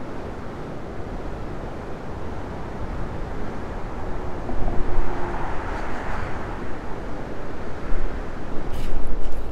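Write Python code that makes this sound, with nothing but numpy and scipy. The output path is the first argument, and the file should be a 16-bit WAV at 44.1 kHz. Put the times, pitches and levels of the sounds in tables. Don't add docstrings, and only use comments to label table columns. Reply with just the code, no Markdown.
import sys
import numpy as np
from scipy import signal
from scipy.fft import rfft, irfft, next_fast_len
from scipy.io import wavfile
from scipy.ndimage import uniform_filter1d, map_coordinates

SR = 44100
rng = np.random.default_rng(int(sys.argv[2]) if len(sys.argv) > 2 else 0)


def unload_wav(signal):
    wavfile.write(
        sys.argv[1],
        SR,
        np.round(np.clip(np.atleast_2d(signal).T, -1, 1) * 32767).astype(np.int16),
    )


N = 419391
TIME = np.arange(N) / SR


def amp(db):
    return 10 ** (np.asarray(db) / 20)


def unit(x):
    return x / np.sqrt(np.mean(x ** 2) + 1e-20)


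def curves(rows):
    times, *columns = np.transpose(rows)
    return [np.interp(TIME, times, column) for column in columns]


def wobble(rate):
    knots = rng.standard_normal(int(N * rate / SR) + 4)
    return map_coordinates(knots, [TIME * rate])


def coloured(x, spectrum):
    hz, db = np.transpose(spectrum)
    size = next_fast_len(N + SR)
    bins_hz = np.fft.rfftfreq(size, 1 / SR)
    gain = amp(np.interp(np.log(bins_hz + 0.18), np.log(hz + 0.058), db))
    return unit(irfft(rfft(x, size) * gain, size)[:N])


def noise(spectrum):
    return coloured(rng.standard_normal(N), spectrum)


def patchy(depth_db):
    frames = signal.stft(rng.standard_normal(N + 512), nperseg=512)[2]
    field = uniform_filter1d(rng.standard_normal(frames.shape), size=5, axis=0)
    field = uniform_filter1d(field, size=14, axis=1)
    return signal.istft(frames * amp(depth_db * unit(field)), nperseg=512)[1][:N]


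def steadied(x, share):
    envelope = uniform_filter1d(uniform_filter1d(np.abs(x), size=SR // 8), size=SR // 8)
    return unit(x / (envelope + 0.14) ** share)


def turned(t, start_s=8.92, takes_s=0.32):
    return np.clip((t - start_s) / takes_s, 0, 1)


# (time [s], heave [dB], flutter [dB], deep rumble [dB])
GUSTS = [(0, -39, -52, -41), (.2, -38.5, -36, -42.5), (.9, -44, -46, -40.5), (1.08, -33.5, -33.5, -37),
         (1.6, -46.5, -36.5, -44), (2.1, -45, -43, -40), (2.35, -40.5, -40, -39), (2.72, -38, -36, -39),
         (2.97, -30.5, -31.5, -35), (3.45, -34.5, -36.5, -41), (4.1, -26.5, -31.5, -39),
         (4.42, -31, -35.5, -38.5), (4.58, -16, -28, -37), (4.75, -23.5, -28.5, -32.5),
         (5.02, -12, -26, -43), (5.2, -23.5, -34.5, -38), (5.6, -30, -29.5, -41), (6, -36, -37, -41.5),
         (6.22, -27.5, -33, -35), (6.6, -37, -40, -38.5), (7.15, -27.5, -38, -42.5),
         (7.75, -37, -42, -43.5), (7.96, -17, -28, -45), (8.2, -37, -29, -44), (8.42, -26, -43, -42),
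         (8.6, -12.5, -35, -43), (8.76, -21, -35, -33), (9.1, -9.5, -29, -52), (9.51, -22.5, -29, -45)]
# (sway [dB], heave [dB], flutter [dB], deep rumble [dB], upper rumble [dB])
GUST_SPREAD = [4.2, 4, 1.1, 0.68, 0.76]
# (frequency [Hz], relative level [dB])
SWAY_SPECTRUM = [(.6, -17), (1.5, 1.5), (4, -4.5), (7, -5.5), (11, -27.5), (30, -120)]
HEAVE_SPECTRUM = [(4, -30), (7, -1), (11, -3.5), (16, 1.5), (22, -17), (30, -57), (57, -120)]
FLUTTER_SPECTRUM = [(14, -69), (22, -0.5), (35, -2.5), (55, -11), (80, -17.5), (150, -36.5), (400, -120)]
DEEP_SPECTRUM = [(35, -55), (60, -0.5), (80, -0.5), (110, -3), (140, -27), (300, -120)]
UPPER_SPECTRUM = [(70, -60), (110, -4.5), (130, 0), (185, -2), (230, -29), (500, -120)]

def wind_buffet():
    heave_db, flutter_db, deep_db = curves(GUSTS)
    sway_db = -25.5 + 0.82 * (heave_db - heave_db.mean())
    upper_db = -42 + 0.17 * (deep_db - deep_db.mean()) - 5 * turned(TIME)
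    sway_swell, heave_swell, flutter_swell, deep_swell, upper_swell = (
        amp(db * wobble(rate)) for db, rate in zip(GUST_SPREAD, [3.12, 7, 10, 4, 5]))
    sway = unit(sway_swell * steadied(noise(SWAY_SPECTRUM), share=0.62))
    heave = unit(heave_swell * steadied(noise(HEAVE_SPECTRUM), share=0.9))
    push = amp(sway_db) * sway + amp(heave_db) * heave
    push /= (1 + (push / 0.55) ** 4) ** 0.25
    flutter = unit(flutter_swell * steadied(noise(FLUTTER_SPECTRUM), share=0.4))
    deep = amp(deep_db) * deep_swell * noise(DEEP_SPECTRUM)
    upper = amp(upper_db) * upper_swell * noise(UPPER_SPECTRUM)
    return push + amp(flutter_db) * flutter + deep + upper


# (frequency [Hz], relative level [dB])
ROAR_SPECTRUM = [(90, -60), (150, -26), (200, -3), (325, -3.5), (407, -4), (498, -6.5), (578, -7.5),
                 (671, -10), (799, -11), (1080, -15.5), (1350, -16), (2780, -31), (6340, -41),
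                 (15600, -60.5)]

def distant_roar(shade_db=-2.2, tilt_db_per_octave=-0.7, knee_hz=500):
    hz, t, frames = signal.stft(coloured(patchy(depth_db=0.4), ROAR_SPECTRUM), SR, nperseg=1024)
    octaves = np.clip(np.log2(hz / knee_hz + 1e-9), 0, 2.2)[:, None]
    shadow = amp((shade_db + octaves * tilt_db_per_octave) * turned(t))
    roar = signal.istft(frames * shadow, SR, nperseg=1024)[1][:N]
    return amp(-35 + 0.35 * wobble(5)) * roar


# (time [s], drone [dB], rush [dB])
TRAFFIC = [(0, -73, -73), (2.4, -43, -53), (3.2, -46.5, -49), (4.2, -40.5, -50.5), (4.55, -43.5, -51),
           (5.1, -37.5, -41.5), (5.4, -35, -39), (6.04, -37.5, -38), (6.14, -32.5, -37), (6.24, -38.5, -38),
           (6.45, -40.5, -42), (6.75, -43, -45), (7.25, -52, -51.5), (7.9, -49, -45), (8.3, -52, -48),
           (9.51, -58, -70)]
# (frequency [Hz], relative level [dB])
DRONE_SPECTRUM = [(300, -68), (550, -13), (720, -5), (860, -2), (1000, -7), (1300, -14.5), (3000, -80)]
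RUSH_SPECTRUM = [(600, -70), (1000, -8), (1300, 1), (1750, -1), (2300, -9.5), (3200, -20), (9000, -74)]

def tyre_noise():
    drone_db, rush_db = curves(TRAFFIC)
    drone = amp(drone_db) * coloured(patchy(depth_db=1.3), DRONE_SPECTRUM)
    rush = amp(rush_db) * coloured(patchy(depth_db=0.86), RUSH_SPECTRUM)
    return drone + rush


# (frequency [Hz], relative level [dB])
SPRAY_SPECTRUM = [(1500, -42), (2800, -4), (4500, 1), (5500, -4.5), (6500, -2.5), (8000, -8.5),
                  (12000, -20), (16000, -38)]
# (time [s], level [dB])
PUDDLES = [(5.169, -69), (5.31, -71), (5.71, -75), (5.78, -57), (5.96, -59), (6.13, -61), (6.22, -65)]

def spray(splash_s=0.028):
    _, rush_db = curves(TRAFFIC)
    wet_road = amp(-60.5 + 0.6 * (rush_db + 40.5))
    splashes = sum(amp(db) * np.exp(-0.5 * ((TIME - s) / splash_s) ** 2) for s, db in PUDDLES)
    return (wet_road + splashes) * coloured(patchy(depth_db=1.8), SPRAY_SPECTRUM)


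# (time [s], frequency [Hz], level [dB])
TREAD_TONE = [(3.9, 364, -71), (4.1, 364, -43.5), (4.6, 358, -46), (4.75, 358.4, -41), (5.3, 351.5, -35.5),
              (5.42, 345, -44), (5.62, 328, -47), (5.75, 320, -72)]

def tread_hum():
    hz, db = curves(TREAD_TONE)
    cycles = np.cumsum(hz + 1.53 * wobble(25.05)) / SR
    return np.sqrt(2) * amp(db + 1.8 * wobble(11)) * np.sin(2 * np.pi * cycles)


# (time [s], level [dB], gain of modes below 500 Hz [dB])
AXLE_IMPACTS = [(4.49, -22, -6), (4.624, -26.5, -5.5), (4.679, -22, -8), (4.728, -28, 0.5)]
# (frequency [Hz], relative level [dB], 60 dB decay time [s])
JOINT_MODES = [(181, -3, 0.055), (245, 5, 0.081), (344, 2, 0.091), (698, 5, 0.03), (860, -9, 0.018),
               (1170, -18, .015)]
# (frequency [Hz], relative level [dB])
SHUDDER_SPECTRUM = [(60, -120), (110, -30), (170, 1), (260, 4), (450, -3), (900, -7), (1500, -40),
                    (3000, -120)]

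def joint_thumps(shudder_db=-13, shudder_t60_s=0.45):
    ring, shudder = np.zeros(N), np.zeros(N)
    t = TIME[:SR // 3]
    ring_attack, shudder_attack = 1 - np.exp(-t / 0.0007), 1 - np.exp(-t / 0.004)
    for s, db, low_db in AXLE_IMPACTS:
        span = slice(round(s * SR), round(s * SR) + len(t))
        shudder[span] += shudder_attack * amp(db + shudder_db - 60 * t / shudder_t60_s)
        for hz, mode_db, t60 in JOINT_MODES:
            struck_db = db + mode_db + low_db * (hz < 500) + rng.normal(0, 1.1)
            ring[span] += ring_attack * amp(struck_db - 60 * t / t60) * np.sin(2 * np.pi * hz * t)
    return ring + shudder * noise(SHUDDER_SPECTRUM)


# (start [s], hold [s], level [dB], relative level of fine grains [dB])
STROKES = [(8.696, .02, -48.5, -6), (8.747, 0.064, -44.5, -9.5), (8.87, 0.13, -63, -13),
           (9.196, .005, -48, -13), (9.278, 0.065, -56, -6), (9.4, .07, -61, -8)]
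# (frequency [Hz], relative level [dB])
FINE_SPECTRUM = [(4500, -38), (7500, -1), (10000, 1), (12500, 0), (14500, -8), (16000, -3)]
COARSE_SPECTRUM = [(700, -37), (1300, -5), (2100, -3), (2600, 0), (2900, 0.5), (3400, -6), (5200, -10),
                   (7500, -14), (11000, -36)]

def jacket_swish(rise_s=0.045, fall_db_per_s=220):
    def grains(spectrum, spread_db):
        roughness = amp(spread_db * wobble(250) + 1.7 * wobble(40))
        return coloured(roughness * patchy(depth_db=2.5), spectrum)

    fine, coarse = np.zeros(N), np.zeros(N)
    for s, hold_s, db, fine_db in STROKES:
        rise = np.clip((TIME - s) / rise_s, 0, 1) ** 2
        fall_db = fall_db_per_s * np.clip(TIME - s - rise_s - hold_s, 0, 2)
        envelope = rise * amp(db - fall_db)
        coarse += envelope
        fine += amp(fine_db) * envelope
    return fine * grains(FINE_SPECTRUM, 2.6) + coarse * grains(COARSE_SPECTRUM, 1.5)


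# (time [s], peak level [dB], frequency [Hz], length [cycles])
CREASES = [(8.705, -41, 5200, 4), (8.751, -46, 14500, 9), (8.786, -40, 2900, 12), (8.842, -38, 2750, 12),
           (8.894, -47, 3500, 4), (9.048, -47, 11400, 6), (9.073, -35, 10400, 6.3), (9.122, -52, 12000, 4),
           (9.252, -40, 2920, 12), (9.253, -41, 5900, 4), (9.272, -43, 2900, 11), (9.325, -33, 5900, 2.5),
           (9.371, -43, 11100, 14), (9.421, -52, 13700, 40), (9.45, -47, 8040, 3), (9.492, -41, 2900, 6),
           (9.493, -48, 11200, 3)]

def crease_ticks():
    ticks, t = np.zeros(N), TIME[:SR // 100]
    for s, db, hz, cycles in CREASES:
        age = 3 * hz * t / cycles
        envelope = (age * np.exp(1 - age)) ** 2
        snap = envelope * np.sin(2 * np.pi * hz * t + rng.uniform(0, 2 * np.pi))
        part = ticks[round(s * SR):][:len(t)]
        part += amp(db) * snap[:len(part)]
    return ticks


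def scene():
    background = wind_buffet() + distant_roar()
    traffic = tyre_noise() + spray() + tread_hum() + joint_thumps()
    jacket = jacket_swish() + crease_ticks()
    return (background + traffic + jacket)[None]


def record(dry):
    cutoff_hz, pad = 15730, SR // 4
    padded = np.pad(dry, ((0, 0), (pad, pad)), "reflect", reflect_type="odd")
    size = next_fast_len(padded.shape[1])
    passband = np.fft.rfftfreq(size, 1 / SR) < cutoff_hz
    return irfft(rfft(padded, size) * passband, size)[:, pad:pad + N]


dry = scene()
out = record(dry)
unload_wav(out)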